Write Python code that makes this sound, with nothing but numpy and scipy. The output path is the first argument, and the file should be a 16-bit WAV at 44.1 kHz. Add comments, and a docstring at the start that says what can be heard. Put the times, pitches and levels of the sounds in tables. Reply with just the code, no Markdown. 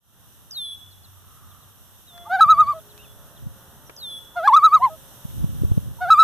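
"""Loon tremolo in a windy meadow

A loon gives three tremolo calls: a low reedy note breaks upward into a loud, pure warble.
Voices are overtones on gliding pitches; a second bird's thin falling whistles echo, small birds chip.
Gusts and single eddies, shaped noise and short pulses, buffet the microphone.
Behind them: hissing grass, ticking stems and a murmur (filtered noise), and a faint motor hum (sines)."""
import sys
import numpy as np
from scipy import signal
from scipy.fft import rfft, irfft
from scipy.io import wavfile
from scipy.ndimage import uniform_filter1d

SR = 44100
rng = np.random.default_rng(int(sys.argv[2]) if len(sys.argv) > 2 else 0)


def materialize(psi):
    """Save the field psi as 16-bit PCM at rate SR to the path in sys.argv[1].

    A 1-D psi becomes a single channel; in a 2-D psi each row is a channel.
    """
    bounded = np.clip(np.atleast_2d(psi).T, -1, 1)
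    quanta = np.round(bounded * 32767).astype(np.int16)
    wavfile.write(sys.argv[1], SR, quanta)


N = 274743
T = np.arange(N) / SR


def undb(db):
    """Decibels to gain."""
    return 10 ** (np.asarray(db) / 20)


def unit(x):
    """Scale to rms 1."""
    return x / np.sqrt(np.mean(x ** 2))


def walk(rate_hz):
    """Random levels held 1 / rate_hz and slewed twice; spread near 1."""
    hold = max(int(SR / rate_hz), 1)
    levels = np.repeat(rng.standard_normal(N // hold + 1), hold)
    slewed = uniform_filter1d(uniform_filter1d(levels, hold), hold)
    return 1.6 * slewed[:N]


def noise(points):
    """Noise of rms 1 with a spectrum through (freq_hz, level_db) points."""
    hz, db = np.transpose(points)
    f = np.fft.rfftfreq(N, 1 / SR) + 1
    spectrum = undb(np.interp(np.log(f), np.log(hz), db))
    return unit(irfft(rfft(rng.standard_normal(N)) * spectrum, N))


def band(hz, width_hz):
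    """Noise of rms 1 in one resonance with steep skirts."""
    f = np.fft.rfftfreq(N, 1 / SR) + 1
    resonance = 1 / (1 + ((f - hz ** 2 / f) / width_hz) ** 2)
    return unit(irfft(rfft(rng.standard_normal(N)) * resonance, N))


def stereo(mid, side, pan_db=0):
    """Left and right from what they share and what they do not."""
    left = (mid + side) * undb(pan_db / 2)
    right = (mid - side) * undb(-pan_db / 2)
    return np.array([left, right])


def delay(x, lag_s):
    """The same sound, later."""
    return np.interp(T - lag_s, T, x, left=0)


def gate(start_s, end_s, edge_s):
    """One between two times, with soft edges."""
    return np.sin(np.pi / 2 * np.clip(np.minimum(T - start_s, end_s - T) / edge_s, 0, 1)) ** 2


def bump(peak_s, width_s):
    """Gaussian rise to one and fall; width_s from the peak to 1/e."""
    return np.exp(-((T - peak_s) / width_s) ** 2)


def swing(times_s, values):
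    """A curve that eases from one turning point to the next."""
    index = np.arange(len(times_s))
    place = np.interp(T, times_s, index)
    eased = np.floor(place) + np.sin(np.pi / 2 * (place % 1)) ** 2
    return np.interp(eased, index, values)


def syrinx(hz, gain, tone, throat=((1000, 0),), flutter_db=0):
    """A bird's voice: overtones on one gliding pitch, each fluttering and coloured by the throat."""
    out, on = np.zeros(N), gain > 0
    phase = 2 * np.pi * np.cumsum(hz[on]) / SR
    steps = np.arange(0, len(phase) + 1, SR // 250)
    for multiple, db in tone:
        wobble = np.interp(np.arange(len(phase)), steps, rng.standard_normal(len(steps)))
        flutter = flutter_db * (multiple > 1) * wobble  # the fundamental holds steady
        overtone_hz = multiple * hz[on]
        throat_db = np.interp(overtone_hz, *np.transpose(throat))
        colour = undb(db + flutter + throat_db) * (overtone_hz < SR / 2)
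        out[on] += np.sqrt(2) * gain[on] * colour * np.sin(multiple * phase)
    return out


def glides(rows):
    """Short pure notes sliding in pitch: (start_s, length_s, first_hz, last_hz, level_db)."""
    out = 0
    for start, length, first, last, db in rows:
        slide_hz = np.interp(T, [start, start + length], [first, last])
        gain = undb(db) * gate(start, start + length, length / 2)
        out = out + syrinx(slide_hz * (1 + 0.016 * walk(750)), gain, [(1, 0.0046)])
    return out


HUM_START_S = 2.03
MURMUR_DB, MURMUR_RISE_DB = -59.5, 4.5  # rises as the hum sets in
HISS_START_DB, HISS_RISE_DB_PER_S = -57.5, 0.58
SWAY_PEAK_S, SWAY_WIDTH_S, SWAY_DB = 5.37, 0.47, 4  # extra hiss around the strongest gusts
# distant murmur spectrum: freq_hz, relative_db
MURMUR_SPECTRUM = [(25, -7), (45, -1), (70, 6), (130, 7), (220, 1), (400, -6.5), (800, -3.5), (1300, -3.5),
                   (1900, -11), (2400, -44.5), (4000, -38)]
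# grass hiss spectrum: freq_hz, relative_db
HISS_SPECTRUM = [(1500, -2.5), (2300, -12.5), (2900, 0.5), (3700, 1), (4600, -13.5), (5900, 0.5),
                 (7200, -7.5), (8400, -1), (9500, -6.5), (10800, 2), (12200, -1.5), (13200, 7),
                 (14200, -3.5), (14800, -15.5)]


def meadow():
    """Distant murmur and hissing grass as shaped noise, with a brief soft rush."""
    murmur_db = MURMUR_DB + MURMUR_RISE_DB * gate(HUM_START_S, np.inf, 0.14) + 0.78 * walk(13)
    murmur = stereo(noise(MURMUR_SPECTRUM), undb(-24) * noise(MURMUR_SPECTRUM)) * undb(murmur_db)
    sway_db = SWAY_DB * bump(SWAY_PEAK_S, SWAY_WIDTH_S)
    hiss_db = HISS_START_DB + HISS_RISE_DB_PER_S * T + sway_db + 0.45 * walk(18)
    hiss = stereo(noise(HISS_SPECTRUM), undb(-0.5) * noise(HISS_SPECTRUM), pan_db=-2.0) * undb(hiss_db)
    rush = band(1220, 270) * undb(-54) * gate(0.83, 2.06, 0.95)
    return murmur + hiss + rush


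# hum lines: freq_hz, level_db (before a common -0.5 dB trim)
HUM_LINES = [(360.7, -71), (419.9, -69), (538.3, -66.5), (597.5, -68.5), (689.1, -71.5), (899.0, -70),
             (1437, -75.5)]


def motors():
    """A far engine drones as narrow noise; then a hum of unsteady sines sets in."""
    drone = stereo(band(94.0, 9.1), undb(-22) * band(89, 7)) * undb(-57.0) * gate(0.54, 2.19, 0.46)
    hum = 0
    for hz, db in HUM_LINES:
        fading_db = 2.5 * walk(5)
        phase = 2 * np.pi * np.cumsum(hz + 1.317 * walk(14)) / SR
        hum = hum + undb(db + fading_db) * np.sqrt(2) * np.sin(phase)
    return drone + hum * undb(-.5) * gate(HUM_START_S, np.inf, 0.19)


# stem ticks near the microphone: start_s, level_db, centre_hz, decay_s
STEM_TICKS = [(2.178, -42.5, 1450, 0.0032), (2.978, -43.5, 3000, 0.0025), (3.896, -36, 707, 0.0057),
              (5.301, -50, 900, 0.0043)]


def stems():
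    """Dry grass stems tick against each other: decaying bursts of band noise."""
    out = 0
    for start, db, hz, decay in STEM_TICKS:
        strike = undb(db) * (T > start) * np.exp(-np.abs(T - start) / decay)
        out = out + strike * stereo(band(hz, 1.5 * hz), undb(-2) * band(hz, 2.4 * hz))
    return out


CALM_DB = -55  # breeze between gusts
EDDIES_PER_S, EDDY_MAX_DB, EDDY_CENTRE_HZ = 9, 6, 105.3  # small eddies; level relative to the wind
PORT_LAG_S, PORT_PAN_DB = 0.00053, -1.6
PUSH_LIMIT = .6  # full scale 1
# gusts: peak_s, width_s (peak to 1/e), level_db
WIND_GUSTS = [(2.57, .14, -38.5), (3.1, .1, -51), (3.48, 0.058, -38), (4.85, .11, -40.5), (5.44, 0.1, -24),
              (5.72, 0.13, -29.5), (5.93, 0.17, -35)]
# big eddies that thump the microphone: peak_s, peak_db (before limiting), pitch_hz
BIG_EDDIES = [(2.465, -22.5, 119.7), (3.47, -18, 115), (5.254, -18.5, 135.7), (5.444, -6, 136),
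              (5.621, -9.5, 123), (5.636, -15, 273), (5.65, -7, 90), (5.719, -2.5, 96.5), (5.778, -3, 147)]


def wind():
    """Turbulence pushes the two microphone ports in opposite ways; single eddies thump and puff."""
    shape = [(15, -44.5), (40, -3.5), (70, 4.5), (130, 0.5), (200, -11.5), (320, -20.5),
             (600, -46), (1500, -64.5), (5000, -79)]  # freq_hz, relative_db
    strength = undb(CALM_DB) + sum(undb(db) * bump(peak, width) for peak, width, db in WIND_GUSTS)
    gust = strength * undb(2 * walk(21))
    push, puff, shared = noise(shape) * gust, band(200, 400), noise(shape)

    eddies = [(peak, undb(db), hz) for peak, db, hz in BIG_EDDIES]
    for when, size, pitch in rng.random((round(EDDIES_PER_S * N / SR), 3)):
        gain = size * undb(EDDY_MAX_DB) * strength[int(when * N)]
        eddies.append((when * N / SR, gain, EDDY_CENTRE_HZ * 2 ** (pitch - .5)))
    ways = rng.choice([-1, 1], len(eddies))
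    for (peak, gain, hz), way in zip(eddies, ways):
        near = slice(*np.searchsorted(T, [peak - 10 / hz, peak + 10 / hz]))
        cycles = (T[near] - peak) * hz
        thump = way * np.cos(2 * np.pi * cycles) + undb(-29) * puff[near]
        push[near] += gain * thump / (1 + (cycles / 0.59) ** 2) ** 2

    push = PUSH_LIMIT * np.tanh(push / PUSH_LIMIT)  # the diaphragms have only so much travel
    # an eddy reaches one port just before the other, so a little is common to both
    common = undb(-16.5) * gust * shared + (push - delay(push, PORT_LAG_S)) / 2
    return stereo(common, push, pan_db=PORT_PAN_DB)


SLIDE_HZ, SLIDE_HALF_S, SLIDE_STEEPNESS, SETTLE_HZ = 1790, .044, 2.6, 3364  # slide above the last note
SOFT_DB, OPEN_S, SWELL_S = -12, 0.042, .028  # soft start, then a swell as the bill opens
TSIP_S, TSIP_HZ, TSIP_RISE, TSIP_DB = .006, 4970, 1.36, -6.5  # upward flick; rise = last / first pitch
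# whistle overtones: multiple, relative_db
WHISTLE_OVERTONES = [(1, 2), (2, -67), (3, -11)]
# bill response, a steep upper edge: freq_hz, gain_db
BILL_RESPONSE = [(6800, -1.5), (8500, 8), (10000, -0.5), (11200, -1.5), (12000, -6), (13000, -24)]


def whistle(start, length, level_db, fade_db_per_s, bright_db):
    """A flick, then a soft slide that swells and settles on one thin note."""
    end = start + length
    age_s = np.clip(T - start, 0, length)
    hz = SETTLE_HZ + SLIDE_HZ / (1 + (age_s / SLIDE_HALF_S) ** SLIDE_STEEPNESS)
    soft = undb(SOFT_DB + bright_db) * gate(start + TSIP_S, end, TSIP_S)
    full = (1 - undb(SOFT_DB)) * gate(start + OPEN_S, end, SWELL_S)
    shimmer_db = .9 * walk(120)
    gain = undb(level_db - fade_db_per_s * age_s + shimmer_db) * (soft + full)
    flick_db = level_db + TSIP_DB + bright_db
    flick = glides([(start, TSIP_S, TSIP_HZ, TSIP_HZ * TSIP_RISE, flick_db)])
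    tone = WHISTLE_OVERTONES[:1] + [(k, db + bright_db) for k, db in WHISTLE_OVERTONES[1:]]
    return flick + syrinx(hz * (1 + .0012 * walk(300)), gain, tone, BILL_RESPONSE)


def trees(x, t60_s, ring_hz, width_hz):
    """Scattered echoes from the tree line: convolution with decaying band noise."""
    tail = band(ring_hz, width_hz) * undb(-60 * T / t60_s) * np.clip(T / 0.11, 0, 1)
    scale = np.sqrt(np.sum(tail ** 2) * SR / 2 / width_hz)
    return signal.fftconvolve(x, tail[:SR] / scale)[:N]


EAR_LAG_S, HELD_HZ = .00032, 3400
CHIP_S, CHIP_FALL = .054, .58  # fall = last / first pitch
# whistles: start_s, length_s, level_db (before overtones and bill), fade_db_per_s (negative grows), bright_db
WHISTLE_NOTES = [(0.508, 0.25, -28, 44.5, 2), (2.016, 0.24, -55, -37.5, -20),
                 (2.934, 0.21, -60.5, -24.5, -20), (3.963, 0.24, -33.5, 23, 1)]
# falling chips of small birds: start_s, first_hz, level_db
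BIRD_CHIPS = [(0.897, 5130, -56), (1.025, 5140, -53), (1.49, 4510, -59), (1.604, 4700, -60),
              (2.646, 4830, -57), (2.765, 4600, -61), (2.885, 4800, -55), (3.018, 3580, -54.5),
              (3.348, 4400, -55.5)]
# slurs of other small birds: start_s, length_s, first_hz, last_hz, level_db
BIRD_SLURS = [(2.96, 0.096, 2450, 3030, -53), (3.854, 0.046, 6070, 5420, -56)]


def songbirds():
    """Whistles, chips and slurs from one side reach one ear later; the trees answer the whistles."""
    whistles = sum(whistle(*row) for row in WHISTLE_NOTES)
    chips = glides([(start, CHIP_S, hz, hz * CHIP_FALL, db) for start, hz, db in BIRD_CHIPS])
    direct = whistles + chips + glides(BIRD_SLURS)
    # only the held note carries to the tree line and back
    held_band = signal.butter(3, [HELD_HZ - 110, HELD_HZ + 110], "band", fs=SR, output="sos")
    held = signal.sosfilt(held_band, whistles)
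    answer = undb(-10) * delay(held, .09) + undb(-21) * delay(held, .22)
    ring = trees(whistles, t60_s=1.1, ring_hz=HELD_HZ, width_hz=250) * undb(-18)
    scatter = trees(whistles, t60_s=0.36, ring_hz=4180, width_hz=3000) * undb(-13.5)
    haze = trees(whistles, t60_s=.6, ring_hz=4100, width_hz=700) * undb(-20)
    return np.array([delay(direct, EAR_LAG_S), direct]) + stereo(answer + ring + haze, scatter)


def far_loon():
    """Another loon holds one soft, sinking wail of three overtones."""
    hz = np.interp(T, [2.12, 2.4, 2.68], [695, 688, 655])
    return syrinx(hz, undb(-49.0) * gate(2.1, 2.7, 0.082), [(1, 0.5), (2, -12), (3, -20.5)])


THROB_MAX_S = .11


def throbs(rows, jitter, fullness):
    """Tremolo: pitch and strength sink together between crests; a full voice dwells on the crests."""
    crest_s, hz, db, sag, dip_db = np.transpose(rows)
    gap = np.diff(crest_s, prepend=-np.inf, append=np.inf)
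    half = np.minimum(gap, THROB_MAX_S) / 2
    turns = np.column_stack([crest_s - half[:-1], crest_s, crest_s + half[1:]]).ravel()
    joined = gap[:-1] < 2 * THROB_MAX_S  # rises out of the trough before

    def sink(trough):
        before = np.where(joined, np.roll(trough, 1), trough)
        return swing(turns, np.column_stack([before, np.ones(len(crest_s)), trough]).ravel())

    pulse = sink(undb(dip_db * fullness)) ** (1 / fullness)
    pitch_hz = swing(crest_s, hz) * sink(1 - sag) * (1 + jitter * walk(600))
    return pitch_hz, undb(swing(crest_s, db)) * pulse


ONSET_S, SWITCH_S = 0.025, .0045  # calls open and close gently; registers switch at once
REEDY_DB, REEDY_GROWTH = -18, .25  # low overtones thin out below this level
BREAK_RASP_DB, BREAK_S = -32, .008  # rasp where the voice breaks upward
SQUEAK_S, SQUEAK_RISE = .042, 1.24  # rise = last / first pitch
CEILING_DB, KNEE = -5.0, 16
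# calls: start_s, break_up_s, drop_back_s, end_s, harshness_db (high overtones)
CALLS = [(2.287, 2.406, 2.735, 2.81, -3.5), (4.353, 4.473, 4.897, 4.968, -2.5), (6, 6.101, 6.3, 6.35, 4.5)]
# low register tremolo: crest_s, pitch_hz, level_db, sag_share (pitch), dip_db (level)
LOW_CRESTS = [(2.349, 779, -16.5, 0.12, -9), (2.408, 832, -16.5, .05, -8), (2.765, 644.5, -35, 0.031, -7),
              (4.376, 712.4, -21.5, .165, -7), (4.467, 839, -18, 0.045, -8.5),
              (4.925, 637.5, -37.5, 0.017, -9), (6.034, 739.7, -21.5, 0.11, -4),
              (6.106, 816, -21.5, 0.046, -8)]
# high register tremolo: crest_s, pitch_hz, level_db, sag_share, dip_db
HIGH_CRESTS = [(2.421, 1309, -4.5, .12, -18.5), (2.512, 1306, -5.5, 0.12, -23),
               (2.608, 1259, -7.5, 0.1, -21), (2.698, 1200, -17.5, 0.12, -24.5),
               (4.472, 1190, -6, 0.27, -12), (4.551, 1170, -5.5, 0.0026, -9.5),
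               (4.567, 1297, -6, .14, -22.5), (4.654, 1308, -5, 0.14, -28.5), (4.75, 1285, -6.5, .21, -43),
               (4.843, 1063, -11.5, .25, -28.5), (6.121, 1311, -5, 0.11, -17),
               (6.208, 1319, -4.5, .11, -13)]
# low register overtones: multiple, relative_db
LOW_OVERTONES = [(1, -2.5), (2, -5.5), (3, -29), (4, -34), (5, -30), (6, -36.5), (7, -43.5), (8, -51.5),
                 (9, -41)]
# high register overtones above the fundamental: multiple, relative_db
HIGH_OVERTONES = [(2, -40), (3, -44.5), (4, -44), (5, -60.5), (6, -62), (7, -65.5)]
# throat and open bill response, high overtones: freq_hz, gain_db
THROAT_RESPONSE = [(1700, 1), (2100, 7.5), (2450, -1.5), (2620, 1), (3300, 1.5), (4000, -2.5), (4550, 6.5),
                   (5100, -25.5), (6300, 0), (7500, 17.5), (9000, 8.5)]
# rising squeaks as the voice catches: start_s, first_hz, level_db
CATCH_SQUEAKS = [(2.245, 1054, -41), (2.258, 781, -37.5), (4.338, 870, -45.5), (4.789, 673, -31),
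                 (5.977, 841, -44)]


def loon():
    """Two registers, rasping at the breaks; the loudest crests overload and gain odd overtones."""
    low, high = 0, 0
    for start, up, down, end, _ in CALLS:
        low = low + gate(start, end, ONSET_S) * (1 - gate(up - SWITCH_S / 2, down, SWITCH_S))
        high = high + gate(up, down + SWITCH_S, SWITCH_S)
    starts, ups, _, _, harsh_db = np.transpose(CALLS)
    harsh = undb(harsh_db[np.maximum(np.searchsorted(starts, T) - 1, 0)])
    voice = glides([(start, SQUEAK_S, hz, hz * SQUEAK_RISE, db) for start, hz, db in CATCH_SQUEAKS])

    hz, gain = throbs(LOW_CRESTS, jitter=0.0079, fullness=.7)
    reedy = (gain / undb(REEDY_DB)) ** REEDY_GROWTH
    voice = voice + syrinx(hz, gain * low, LOW_OVERTONES[:1])
    voice = voice + syrinx(hz, gain * low * reedy, LOW_OVERTONES[1:], flutter_db=1.5)

    hz, gain = throbs(HIGH_CRESTS, jitter=0.0054, fullness=0.48)
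    # the throat lifts the fundamental on each crest; the overtones swell far less
    overtone_gain = (gain * high) ** 0.61 * harsh
    voice = voice + syrinx(hz, gain * high, [(1, 0)])
    voice = voice + syrinx(hz, overtone_gain, HIGH_OVERTONES, THROAT_RESPONSE, flutter_db=5)

    breaks = sum(np.exp(-np.abs(T - up - SWITCH_S) / BREAK_S) for up in ups)
    rasp = undb(-37.0) + undb(BREAK_RASP_DB) * breaks
    voice = voice * (1 + rasp * band(400, 830))
    voice = voice + undb(-31) * delay(voice, 0.028)  # off the water
    voice = voice / (1 + np.abs(voice / undb(CEILING_DB)) ** KNEE) ** (1 / KNEE)
    # the overload has a bright edge
    shrill = signal.sosfilt(signal.butter(4, 7000, "high", fs=SR, output="sos"), voice)
    voice = voice * (1 + undb(-14) * rasp * band(3000, 6000))
    return voice + undb(-7.5) * shrill


def scene():
    """All sources together; the loons are straight ahead."""
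    return meadow() + motors() + stems() + wind() + songbirds() + far_loon() + loon()


TOP_HZ, FADE_IN_S = 15200, 0.23


def record(dry):
    """The sound fades in and the top is cut."""
    fade = np.clip(T / FADE_IN_S, 0, 1)
    return signal.sosfilt(signal.ellip(8, .2, 70, TOP_HZ, fs=SR, output="sos"), dry * fade)


dry = scene()
out = record(dry)
materialize(out)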